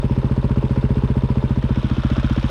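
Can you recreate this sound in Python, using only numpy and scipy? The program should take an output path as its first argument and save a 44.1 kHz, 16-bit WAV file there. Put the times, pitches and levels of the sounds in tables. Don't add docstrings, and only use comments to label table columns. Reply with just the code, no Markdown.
import sys
import numpy as np
from scipy import signal
from scipy.fft import rfft, irfft, next_fast_len
from scipy.io import wavfile
from scipy.ndimage import uniform_filter1d, map_coordinates

SR = 44100
rng = np.random.default_rng(int(sys.argv[2]) if len(sys.argv) > 2 else 0)


def store_pcm(level_fs):
    pcm = np.round(np.clip(level_fs, -1, 1) * 32767).astype(np.int16)
    wavfile.write(sys.argv[1], SR, np.atleast_2d(pcm).T)


N = 110250
RUN_IN = SR // 4

# time in seconds, engine speed in four-stroke cycles per second.
SPEED = [(0, 15.254), (.198, 14.715), (.498, 15.557), (.635, 14.639), (.876, 15.455), (1.145, 15.058),
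         (1.371, 14.514), (1.372, 14.632), (1.697, 15.201), (1.813, 14.209), (2.212, 15.603),
         (2.364, 14.842), (2.5, 15.716)]
START_CYCLE = .346
CHUFF_CYCLE, CLACK_CYCLE, INTAKE_CYCLE = .17, .31, .78
INTAKE_RISE_MS, INTAKE_FALL_MS = 2.5, 9


def exhaust_pipe(turn, cycles):
    # frequency in Hz, width in Hz, then signed shares at valve opening and
    pipe_modes = [(48.2, 8, 2.13, -2.08, 2.44, -2.28), (76.9, 53.4, -4.91, -.61, -5.85, -.86),
                  (85.4, 34.3, 4.88, .75, 6.26, 1.22), (131.2, 18.5, 4.44, -.14, 3.78, .54),
                  (201.6, 29.2, 2.4, 1.01, 1.95, .81), (228.7, 20.2, .78, .23, 1.8, -.47),
                  (318.4, 22.1, .23, .17, -1.34, -.46), (428, 20, -1.2, -.8, .2, .2),
                  (545, 22, -.7, -.4, .15, .1)]
    push_places = (0, .263)
    push_softness_s = (.00054, .00067)
    push_db, scatter_db = -60.0, 0.43
    size = SR * amp(push_db + scatter_db * rng.standard_normal((len(cycles), 2)))
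    pushes = [train(moments(place, cycles), size[:, k]) for k, place in enumerate(push_places)]

    def ring(push, column, softness_s):
        def response(f):
            modes = sum(row[column] * mode(f, row[0], row[1]) for row in pipe_modes)
            return modes / (1 + 2j * np.pi * f * softness_s) ** 2
        return filtered(push, response)

    def heard(first_column):
        both = sum(ring(push, first_column + k, push_softness_s[k]) for k, push in enumerate(pushes))
        return both[RUN_IN:][:N]

    return (1 - turn) * heard(2) + turn * heard(4)




def gas_rush(turn, cycles):
    chuff = (CHUFF_CYCLE, 3.4, 16, 21.6, -39.5, -44, [(399.6, 210, 4.5), (589, 140, -1.5), (990, 59, -7.5),
             (1490, 160, -6), (2370, 1230, -13)])
    jet = (.18, 6, 14, .1, -64, -68, [(8300, 1000, -1), (9800, 1800, 1)])
    return burst(turn, cycles, *chuff) + burst(turn, cycles, *jet)


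def valve_gear(turn, cycles):
    open_tick = (.02, .5, 1.5, 1.5, -62, -72, [(9700, 1800, 0.5)])
    shut_clack = (CLACK_CYCLE, 1.2, 10, .8, -60.5, -45, [(1480, 1400, 3.5), (4800, 2000, -1),
                  (8400, 2000, -11), (11000, 3000, -21)])
    tappet = (.6, 2, 6, 3, -45.5, -41, [(3600, 300, 2), (950, 130, 6), (3000, 1300, -5), (9500, 3000, -29)])
    return sum(burst(turn, cycles, *row) for row in (open_tick, shut_clack, tappet))


def intake(turn, cycles):
    gulp = (INTAKE_CYCLE, INTAKE_RISE_MS, INTAKE_FALL_MS, 22, -32.5, -32, [(328, 62, 5.5), (420, 92, 4.5),
            (576, 114, 5), (830, 115, -6.5), (970, 120, -5), (1296, 250, -13)])
    suck = (.82, 2.6, 4.3, 2.3, -47.5, -37.5, [(1300, 900, 5.5), (2330, 1200, 4), (3770, 3000, -1),
            (6000, 2600, -13)])
    return burst(turn, cycles, *gulp) + burst(turn, cycles, *suck)


def burst(turn, cycles, place, rise_ms, fall_ms, knock, away_db, near_db, peaks):
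    strength_scatter_db, place_scatter = 1.3, .008
    luck = rng.standard_normal((len(cycles), 2))
    strikes = moments(place + place_scatter * luck[:, 0], cycles)
    blows = train(strikes, amp(strength_scatter_db * luck[:, 1]))
    t_ms = np.arange(-SR // 20, SR // 20 + 1) * 1000 / SR
    rise = np.exp(-.5 * (t_ms / rise_ms) ** 2)
    fall = np.exp(-np.abs(t_ms) / fall_ms)
    puff = signal.fftconvolve(blows, np.where(t_ms < 0, rise, fall), "same")
    drive = knock * blows + puff * rng.standard_normal(len(blows))

    def colour(f):
        return sum((-1) ** k * amp(db) * mode(f, hz, w) ** 2 for k, (hz, w, db) in enumerate(peaks))

    norm = np.sqrt(np.mean(np.abs(colour(np.linspace(1, SR / 2, SR // 10))) ** 2))
    level = amp(away_db + turn * (near_db - away_db))
    return level * filtered(drive, colour)[RUN_IN:][:N] / norm


def engine_whirr(turn):
    # frequency in Hz, relative density in dB per Hz.
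    away_spectrum = [(200, -48), (280, -11.5), (416, -17.5), (600, -16), (720, -26.5), (950, -14.5),
                     (1230, -24.5), (1730, -28.5), (2300, -33.5), (2700, -33), (3700, -40), (5200, -43.5),
                     (5800, -53), (7000, -53.5), (8300, -56.5), (11000, -60.5), (13000, -62.5),
                     (15500, -85)]
    # frequency in Hz, relative density in dB per Hz.
    near_spectrum = [(200, -36), (280, -21), (400, -22.5), (600, -16.5), (765, -22.5), (900, -20),
                     (1400, -21.5), (1900, -26.5), (2900, -27), (3600, -25.5), (4400, -40), (5500, -39.5),
                     (6800, -48), (7500, -52), (9500, -57.5), (12000, -61.5), (15500, -93)]
    # frequency in Hz, width in Hz, lift in dB.
    away_cases = [(933, 54, 1.5), (2720, 120, 2), (3460, 470, 3.5), (5330, 100, 2.5), (6140, 130, 10),
                  (8120, 340, 7.5)]
    # frequency in Hz, width in Hz, lift in dB.
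    near_cases = [(1095, 140, 3.3), (1430, 310, 5.6), (2570, 69, 4.8), (3200, 200, 2.5), (5200, 250, 1.2)]
    away_db, near_db = -36.5, -36
    swell_db, swell_cycle = 1.5, .05
    away = amp(away_db) * np.sqrt(1 - turn) * whirr(away_spectrum, away_cases)
    near = amp(near_db) * turn * whirr(near_spectrum, near_cases)
    swell = amp(swell_db * np.cos(2 * np.pi * (crank() - swell_cycle)))
    return swell * (away + near)


def whirr(spectrum, cases):
    grain_db, patch_db = 2.5, -1.5
    grainy = rng.standard_normal(N) * amp(grain_db * wobble(700))
    z = signal.stft(grainy, nperseg=256)[2]
    field = uniform_filter1d(rng.standard_normal(z.shape), size=4, axis=0)
    field = uniform_filter1d(field, size=5, axis=1)
    patchy = signal.istft(z * amp(patch_db * unit(field)), nperseg=256)[1][:N]

    def response(f):
        lift_db = sum(db * np.abs(mode(f, hz, w)) ** 2 for hz, w, db in cases)
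        return amp(along(spectrum, f) + lift_db)

    return unit(filtered(patchy, response))


def rumble():
    # frequency in Hz, relative density in dB per Hz.
    rumble_spectrum = [(20, -9), (60, 8), (150, -7), (300, 1), (500, -88)]
    shudder = filtered(rng.standard_normal(N), lambda f: amp(along(rumble_spectrum, f)))
    return amp(-53.5) * unit(shudder)


def crank():
    return START_CYCLE + np.cumsum(curve(SPEED)) / SR


def moments(place, cycles):
    early = np.min([place + cycles - START_CYCLE, 0 * cycles], axis=0) / SPEED[0][1] * SR
    return np.interp(place + cycles, crank(), np.arange(N), right=N + SR // 8) + early


def train(at, size):
    return np.bincount(np.round(at).astype(int) + RUN_IN, size, N + SR // 2)


def mode(f, hz, width):
    return 1j * f * width / (hz * hz - f * f + 1j * f * width)


def filtered(x, response):
    m = next_fast_len(len(x) + SR // 2)
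    return irfft(rfft(x, m) * response(np.fft.rfftfreq(m, 1 / SR)), m)[:len(x)]


def along(points, hz):
    f, db = np.transpose(points)
    return np.interp(np.log(hz + 1), np.log(f + 1), db, left=-120, right=-120)


def curve(rows):
    return np.interp(np.arange(N) / SR, *np.transpose(rows))


def wobble(rate):
    knots = rng.standard_normal(int(N * rate / SR) + 4)
    return map_coordinates(knots, [np.arange(N) * rate / SR])


def amp(db):
    return 10 ** (np.asarray(db) / 20)


def unit(x):
    return x / np.sqrt(np.mean(x ** 2) + 1e-20)


def scene():
    # time in seconds, turn of the head from 0 (facing away) to 1 (facing the engine).
    head_turn = [(0, 0), (.9, 0), (1.5, 0.27), (1.7, 0.49), (1.85, 0.75), (2.1, 0.97), (2.5, 1)]
    turn = np.clip(curve(head_turn), 0, 1)
    cycles = np.arange(-1, 40)
    bursts = gas_rush(turn, cycles) + valve_gear(turn, cycles) + intake(turn, cycles)
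    return (exhaust_pipe(turn, cycles) + bursts + engine_whirr(turn) + rumble())[None]


def record(dry):
    low_hz, top_hz = 21, 15600

    def response(hz):
        return (hz < top_hz) / np.sqrt(1 + (low_hz / (hz + 1)) ** 8)

    return filtered(dry[0], response)[None]


dry = scene()
out = record(dry)
store_pcm(out)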